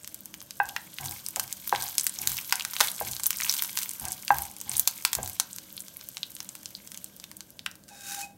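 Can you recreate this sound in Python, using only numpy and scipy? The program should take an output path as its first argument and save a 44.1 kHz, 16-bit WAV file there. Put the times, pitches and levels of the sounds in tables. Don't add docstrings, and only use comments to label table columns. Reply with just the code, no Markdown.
import sys
import numpy as np
from scipy import signal
from scipy.fft import rfft, irfft, next_fast_len
from scipy.io import wavfile
from scipy.ndimage import uniform_filter1d

SR = 44100
rng = np.random.default_rng(int(sys.argv[2]) if len(sys.argv) > 2 else 0)


def waveform_to_disk(signal):
    frames = np.transpose(np.atleast_2d(signal))
    scaled = np.clip(frames, -1, 1) * 32767
    samples = np.round(scaled).astype(np.int16)
    wavfile.write(sys.argv[1], SR, samples)


N = 369116

# start_s, peak_db, upper_modes_db, lowest_mode_db, thud_db
SPOON_KNOCKS = [(0.601, -8, 0, -42, -44.5), (1.368, -25, -37, 3, -44.5), (1.726, -6.5, -12, -14, -31),
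                (2.808, -31.5, -4, -20, -34), (3.011, -21.5, -8, 0.5, -35.5),
                (4.305, -1.5, -7.5, -23.5, -36.5), (5.186, -26.5, -1, 5, -38)]
# start_s, length_s, rocking_db, rubbing_db, flare_db
SPOON_STROKES = [(0.617, 0.15, -50.5, -45, 1.5), (0.996, 0.17, -40.5, -41.5, 8), (1.373, 0.11, -49, -46, 3),
                 (1.719, 0.18, -43.5, -36.5, 9), (1.96, 0.12, -64, -64, 3), (2.179, 0.25, -44, -49, 7),
                 (2.792, 0.097, -50, -48, 8), (3.004, 0.14, -39.5, -42.5, 5),
                 (3.365, 0.26, -52.5, -89, 9.5), (3.74, 0.12, -62, -66, 6), (4.012, 0.13, -38.5, -38, 4),
                 (4.306, .16, -41, -62, 7), (4.658, 0.19, -44, -46, 8), (5.165, 0.15, -37.5, -42, 4)]


def gain_of(db):
    return 10 ** (np.asarray(db) / 20)


def unit_rms(x):
    return x / np.sqrt(np.mean(x ** 2) + 1e-20)


def curve_at(points, hz):
    point_hz, value = np.transpose(points)
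    return np.interp(np.log(hz + 1), np.log(point_hz + 1), value)


def envelope(rows, column):
    rows = np.array(rows)
    return gain_of(np.interp(np.arange(N) / SR, rows[:, 0], rows[:, column], left=-200))


def add(mix, start_s, sound):
    part = mix[round(start_s * SR):][:len(sound)]
    part += sound[:len(part)]


def coloured(x, spectrum):
    size = next_fast_len(len(x))
    gains = gain_of(curve_at(spectrum, np.fft.rfftfreq(size, 1 / SR)))
    return unit_rms(irfft(rfft(x, size) * gains, size)[:len(x)])


def resonate(x, hz, width_hz):
    pole = np.exp((2j * np.pi * hz - np.pi * width_hz) / SR)
    return 2 * signal.lfilter([1 - np.exp(-np.pi * width_hz / SR)], [1, -pole], x).real


def flicker(depth_db, samples):
    return gain_of(depth_db * unit_rms(uniform_filter1d(rng.standard_normal(N), samples)))


def kitchen():
    drone_tones = [(312, 2.8, -70), (193.7, 2.5, -65), (1590, 60, -74.5)]
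    rumble_spectrum = [(15, -81), (25, -5.5), (65, -4.5), (198, -0.5), (269, -5.5), (319, -8.5), (435, -15),
                       (574, -7), (757, -19), (1000, -27.5), (1300, -36.5), (2200, -120)]
    hiss_spectrum = [(700, -4.5), (1500, -14.0), (5000, -13.5), (16000, -9.5)]
    drones = sum(gain_of(db) * unit_rms(resonate(rng.standard_normal(N), hz, width))
                 for hz, width, db in drone_tones)
    hiss = gain_of(-63) * coloured(rng.standard_normal(N), hiss_spectrum)
    rumble = gain_of(-59.5) * coloured(rng.standard_normal(N), rumble_spectrum)
    return rumble + drones + hiss


def seething(flare_peak=.55, flare_width=.55):
    frying_levels = [(0.0, -53), (0.4, -53.5), (0.9, -48), (1.6, -47), (2.0, -45), (2.55, -43.5),
                     (2.95, -42), (3.2, -45), (3.72, -44), (3.95, -44), (4.5, -49), (5.0, -45.5),
                     (5.67, -50.5), (6.25, -50.5), (7.0, -52), (7.57, -59), (7.86, -63), (8.37, -82.5)]
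    t = np.arange(N) / SR
    flare_db = sum(db * np.exp(-((t - start_s) / length_s - flare_peak) ** 2 / flare_width ** 2)
                   for start_s, length_s, _, _, db in SPOON_STROKES)
    return envelope(frying_levels, 1) * gain_of(flare_db)


def fizz(base_per_s=450, spread_db=3.5, pitches=16):
    hiss_spectrum = [(530, -47), (900, 3), (1410, 3), (1560, 6.5), (1820, 1), (2590, 2), (3230, 9),
                     (4020, 4.5), (6310, 8), (10500, 3), (12300, 10), (15500, 0), (16500, 1.5)]
    heat = seething()
    activity = unit_rms(heat)
    chance = base_per_s / SR * flicker(depth_db=5, samples=900) * activity ** .4
    bursts = gain_of(spread_db * np.minimum(rng.exponential(1, N), 3)) * (rng.random(N) < chance)
    kind = rng.integers(0, pitches, N)
    grit = rng.standard_normal((pitches, 1024))
    pitch_hz = 15000 - np.geomspace(800, 12800, pitches)
    crackle = sum(signal.oaconvolve(bursts * (kind == k), pop(hz, 0.3, -16, grit[k]))[:N]
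                  for k, hz in enumerate(pitch_hz))
    bands = signal.stft(coloured(rng.standard_normal(N), hiss_spectrum), nperseg=256)[2]
    patches = uniform_filter1d(rng.standard_normal(bands.shape), 14, axis=0)
    patches = unit_rms(uniform_filter1d(patches, 5, axis=1))
    hiss = unit_rms(signal.istft(bands * gain_of(2 * patches), nperseg=256)[1][:N])
    return heat * (gain_of(-2) * unit_rms(crackle) + gain_of(-5) * hiss / activity ** 0.06)


def pop(hz, octaves, spatter_db, grit, size=1024):
    f = np.fft.rfftfreq(2 * size, 1 / SR) + 1
    t = np.arange(size) / SR
    width = (abs(octaves) + 0.043) * np.where(f < hz, 2.0, 1.6)
    bubble = 1 / (1 + (np.log2(f / hz) / width) ** 2) ** 2
    slap = 0.16 * octaves ** 4 * np.exp(-(np.log2(f / 1300) / 0.58) ** 2)
    power = (bubble + slap + gain_of(-56)) / (1 + (800 / f) ** 6)
    cepstrum = irfft(np.log(power + 1e-7) / 2)
    cepstrum[1:size] *= 2
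    cepstrum[size + 1:] = 0
    click = irfft(np.exp(rfft(cepstrum)))[:size]
    arrivals = grit * gain_of(-6 - 60 * t / .003)
    arrivals[0] = 2.6
    spatter = grit * gain_of(spatter_db - 60 * t / 0.034)
    out = signal.fftconvolve(arrivals + spatter, click)[:size]
    return out / np.linalg.norm(out[:128])


def pops(small_count=220, low_hz=3400, high_hz=15800):
    loud_pops = [(0.0456, -15, 5670, 0.53), (0.0761, -11, 8850, 0.7), (0.1447, -9.5, 10100, 0.25),
                 (0.2576, -11, 11400, 0.72), (0.3412, -13.5, 4500, 0.68), (0.4158, -17.5, 5815, 1.25),
                 (0.508, -11, 4510, 0.41), (0.694, -14, 3840, 0.31), (0.764, -1, 2220, 0.32),
                 (0.9856, -8, 3060, 0.38), (1.0575, -10, 9000, 0.78), (1.2639, -5, 7400, 0.51),
                 (1.2864, -4.5, 10880, 0.46), (1.3605, -1, 6900, 0.58), (1.397, 7, 11400, 0.98),
                 (1.5269, -2.5, 8350, 0.35), (1.6773, -4, 14300, 0.049), (1.7496, -4.5, 2320, 0.43),
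                 (1.76, -5.5, 3700, 0.17), (1.805, -14, 4460, 0.21), (1.982, 8.5, 7900, 0.45),
                 (1.997, -0.5, 6900, 0.33), (2.0109, -2.5, 8300, 0.14), (2.043, -3, 12400, 0.18),
                 (2.0673, 6.5, 9000, 0.82), (2.0953, -5.5, 9200, 0.093), (2.188, -6.5, 5960, 0.067),
                 (2.2175, -5, 10400, 0.25), (2.2736, 7.5, 8550, 0.68), (2.3006, -8, 11100, 0.2),
                 (2.379, -11, 5370, 0.11), (2.3866, -7.5, 2530, 0.15), (2.5089, -12, 6200, 1.1),
                 (2.525, 9.5, 1480, 1.23), (2.556, -2, 8450, 0.38), (2.5975, -5, 4500, 0.65),
                 (2.6083, -5, 2900, 0.13), (2.6504, -1, 4020, 1.06), (2.735, -7, 10400, 1.2),
                 (2.7656, -3.5, 4000, 0.94), (2.798, -6, 4300, 0.7), (2.805, 7.5, 3700, 1.4),
                 (2.8093, 15.5, 5670, 1.7), (3.004, -5, 13000, 0.15), (3.05, -13, 9400, 0.51),
                 (3.134, -9.5, 4700, 0.45), (3.1656, -8, 5050, 0.42), (3.1983, -9.5, 4160, 1.7),
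                 (3.2348, -1.5, 8400, 0.4), (3.2409, -4, 8000, 0.6), (3.2593, 0, 6450, 0.34),
                 (3.2664, 9.5, 12800, 0.32), (3.269, -1, 13300, 0.16), (3.3064, 5, 10500, 0.78),
                 (3.33, -9, 3900, 0.81), (3.371, -6, 13100, 0.19), (3.386, -9, 6330, 0.13),
                 (3.403, -5.5, 1970, 0.17), (3.41, -3, 9300, 0.56), (3.4203, -6, 2340, 0.3),
                 (3.447, -7.5, 2680, 0.3), (3.465, -11.5, 2700, 0.3), (3.4956, 5.5, 5570, 0.083),
                 (3.5393, -1.5, 7100, 1), (3.5444, -5, 9800, 0.33), (3.5935, -6, 4130, 0.14),
                 (3.6228, 5, 10200, 0.79), (3.6366, -1, 12000, 0.6), (3.6476, -6.5, 4500, 1.2),
                 (3.7736, 1, 4400, 1.5), (3.7802, -7, 7000, 1.1), (3.7888, -0.5, 8800, 0.95),
                 (3.797, -14, 7000, 0.84), (3.8067, -12, 11300, 0.45), (3.823, -10, 9000, 0.99),
                 (3.8323, -4.5, 9000, 0.49), (3.893, -5.5, 9600, 0.36), (3.9134, -10, 9000, 0.17),
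                 (3.998, -7, 10500, 0.082), (4.0534, -4, 8300, 0.78), (4.1201, -3, 10100, 0.15),
                 (4.2804, -3, 3640, 0.65), (4.385, -2, 13500, 0.59), (4.421, -3.5, 11900, 0.14),
                 (4.6138, -7, 9500, 0.82), (4.695, -2, 9500, 0.071), (4.735, -13, 8400, 0.68),
                 (4.768, 2, 9700, 0.2), (4.7805, -1, 10400, 0.082), (4.7961, 12, 12100, 0.27),
                 (4.8755, 13.5, 9100, 0.67), (5.0508, 12, 5660, 1.56), (5.1313, 3.5, 5840, 0.71),
                 (5.1519, 3.5, 8340, 0.59), (5.231, -5, 9050, 0.19), (5.2973, -7, 12700, 0.51),
                 (5.3991, 9, 7000, 0.6), (5.5309, -12, 8100, 0.11), (5.7673, -13, 10400, 0.14),
                 (5.8045, -10, 9300, 0.1), (6.0117, -18, 3780, 0.77), (6.088, -9, 12200, 0.4),
                 (6.17, -8, 3030, 0.56), (6.2314, -2.5, 3670, 0.17), (6.3662, -16, 6200, 0.73),
                 (6.4041, -8, 4400, 0.74), (6.491, -10.5, 7600, 0.24), (6.553, -13, 6350, 1),
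                 (6.658, -9, 5400, 0.25), (6.751, -10.5, 4500, 0.1), (6.945, -14.5, 5870, 0.42),
                 (6.975, -11.5, 8400, 0.71), (7.0437, -9, 10300, 0.32), (7.1995, -17, 5930, 0.58),
                 (7.2407, -13.5, 4570, 0.54), (7.315, -16, 4870, 1.5), (7.4069, -13, 4730, 0.57),
                 (7.593, -13.5, 3920, 0.42), (7.6628, -1.5, 2300, 0.42), (7.714, -20, 7000, 0.6),
                 (7.755, -22.5, 7000, 0.55), (7.838, -28.5, 6020, 0.53)]
    grits = rng.standard_normal((len(loud_pops) + small_count, 1024))
    heat = unit_rms(seething())
    when, size, pitch, spread = rng.random((small_count, 4)).T
    crowding = heat ** 1.3
    at = np.searchsorted(np.cumsum(crowding) / np.sum(crowding), when).clip(0, N - 1)
    small_db = -16.5 - 3.5 * np.log(size.clip(.08, 1)) + 20 * np.log10(heat[at] ** .55)
    small_hz = low_hz + (high_hz - low_hz) * pitch ** .7
    small_pops = list(zip(at / SR, small_db, small_hz, .1 + .75 * spread ** 2))
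    out = np.zeros(N)
    for (start_s, db, hz, octaves), grit in zip(loud_pops + small_pops, grits):
        spatter_db = -17 + 0.035 * db
        add(out, start_s, gain_of(db) * pop(hz, octaves, spatter_db, grit))
    return out


def pan(oil, grains_per_s=600):
    pan_modes = [(742, 2.5, 0.26), (818.4, 4.5, 0.082), (874, 0, 0.029), (939, 4, 0.018), (983, -17, 0.055),
                 (1120, -28, 0.039), (1535, -7, 0.083), (1590, -3.5, 0.055), (1950, -14.5, 0.031),
                 (2560, -11.5, 0.064), (2680, -5.5, 0.041)]
    t, out = np.arange(SR // 2) / SR, np.zeros(N)
    hz, db, t60 = np.transpose(pan_modes)[:, :, None]
    modes = gain_of(db - 60 * t / t60) * np.sin(2 * np.pi * hz * t)
    upper, lowest = hz > 1300, hz == hz.min()
    push = np.diff(signal.windows.hann(30), 2)
    spots_db = 2 * rng.standard_normal((len(SPOON_KNOCKS), len(hz), 1))
    for (start_s, peak_db, upper_db, lowest_db, _), spot_db in zip(SPOON_KNOCKS, spots_db):
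        weights = gain_of(spot_db + upper_db * upper + lowest_db * lowest)
        knock = np.convolve((weights * modes).sum(0), push)
        add(out, start_s, gain_of(peak_db) * knock / abs(knock).max())
    chance = grains_per_s / SR
    grit = rng.standard_normal(N) * (rng.random(N) < chance) / np.sqrt(chance)
    force = grit * spoon_drag(column=3) + gain_of(-18) * oil
    body = np.convolve((gain_of(-4 * upper - 1.6 * lowest) * modes).sum(0), push)
    out += signal.oaconvolve(force, body / np.linalg.norm(body))[:N]
    bass_cut = signal.butter(3, 620, "high", fs=SR, output="sos")
    return signal.sosfilt(bass_cut, out)


def spoon_thuds(wood_hz=520, width_hz=330, t60_s=0.06):
    t, out = np.arange(2048) / SR, np.zeros(N)
    for start_s, *_, thud_db in SPOON_KNOCKS:
        burst = rng.standard_normal(len(t)) * gain_of(-60 * t / t60_s)
        puff = resonate(resonate(burst, wood_hz, width_hz), wood_hz, width_hz)
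        onset_rms = np.sqrt(np.mean(puff[:512] ** 2))
        add(out, start_s, gain_of(thud_db) * puff / onset_rms)
    return out


def spoon_drag(column):
    out = np.zeros(N)
    for stroke in SPOON_STROKES:
        start_s, length_s = stroke[:2]
        progress = np.linspace(0, 1, round(length_s * SR))
        add(out, start_s, gain_of(stroke[column]) * progress ** 0.19 * (1 - progress))
    return out


def grate():
    grate_modes = [(73.3, -9, 0.4), (93, -5.5, 0.29), (131, -3.5, 0.28), (213.5, -5, 0.088),
                   (336, -11.5, 0.14)]
    t = np.arange(SR // 2) / SR
    ring = sum(gain_of(db - 60 * t / t60) * np.sin(2 * np.pi * hz * t) for hz, db, t60 in grate_modes)
    shaking = spoon_drag(column=2) * rng.standard_normal(N)
    return signal.oaconvolve(shaking, ring / np.linalg.norm(ring))[:N]


def scrape(squeak_s=8.238, squeak_width_s=0.015):
    lifted_modes = [(804, 4.2, -3), (1560, 66, -1), (2530, 38, -5), (3780, 34, -1.5), (4480, 42, -12),
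                    (5260, 25, -7), (5710, 29, -13), (5950, 56, -13), (6750, 180, -17), (7700, 60, -22)]
    levels = [(7.88, -90, -66, -49.5), (7.915, -45, -56, -56), (8.0, -63, -54.5, -50.5),
              (8.08, -51, -48.5, -39), (8.12, -41, -45, -38.5), (8.16, -50, -48, -40.5),
              (8.185, -34, -51, -40), (8.215, -42, -49, -35), (8.28, -47, -70, -59), (8.37, -71, -78, -77)]
    hiss_spectrum = [(530, -37), (900, -15), (2530, -7), (3470, -9), (6790, -0.5), (11600, -6.5),
                     (15700, -10), (16500, -38)]
    (low_hz, low_width, low_db), *upper_modes = lifted_modes
    friction = rng.standard_normal(N)
    swing = resonate(friction, low_hz, low_width)
    swing /= abs(signal.hilbert(swing, next_fast_len(N))[:N]) + 1e-9
    sing = gain_of(low_db) * envelope(levels, 1) * swing
    drive = friction * envelope(levels, 2)
    ring = sum(gain_of(db) * resonate(drive, hz, width) * np.sqrt(SR / (2 * np.pi * width))
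               for hz, width, db in upper_modes)
    grain = flicker(depth_db=3.3, samples=90) * rng.standard_normal(N)
    hiss = envelope(levels, 3) * coloured(grain, hiss_spectrum)
    t = np.arange(N) / SR
    squeak_hz = lifted_modes[2][0]
    squeak = np.exp(-((t - squeak_s) / squeak_width_s) ** 2) * np.sin(2 * np.pi * squeak_hz * t)
    return sing + ring + gain_of(-37) * squeak + hiss


def room(near):
    decay_times = [(700, 0.45), (2000, 0.28), (6000, 0.17), (15000, 0.11)]
    taps = np.zeros(SR // 2)
    at = np.arange(200, len(taps) - 20, 20)
    taps[at + rng.integers(0, 20, len(at))] = rng.choice([-1., 1.], len(at))
    hz, t, bands = signal.stft(taps, SR, nperseg=256)
    decay = gain_of(-60 * t / curve_at(decay_times, hz)[:, None])
    tail = signal.istft(bands * decay, SR, nperseg=256)[1]
    return signal.oaconvolve(near, tail / np.linalg.norm(tail))[:N]


def scene():
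    colour_bands = [(6200, 100, 0.5), (10500, 630, -0.49)]  # centre_hz, width_hz, share
    oil = pops() + fizz()
    colouring = sum(share * resonate(oil, hz, width) for hz, width, share in colour_bands)
    near = oil + colouring + pan(oil) + spoon_thuds() + scrape()
    return (near + gain_of(-15.5) * room(near) + grate() + kitchen())[None]


def record(dry, ceiling=1.05, bass_cut_hz=55, band_limit_hz=15900):
    overloaded = ceiling * np.tanh(dry / ceiling)
    thinned = signal.sosfilt(signal.butter(3, bass_cut_hz, "high", fs=SR, output="sos"), overloaded)
    band_limit = signal.firwin(511, band_limit_hz, window=("kaiser", 9), fs=SR)
    return signal.oaconvolve(thinned, band_limit[None], "same")


dry = scene()
out = record(dry)
waveform_to_disk(out)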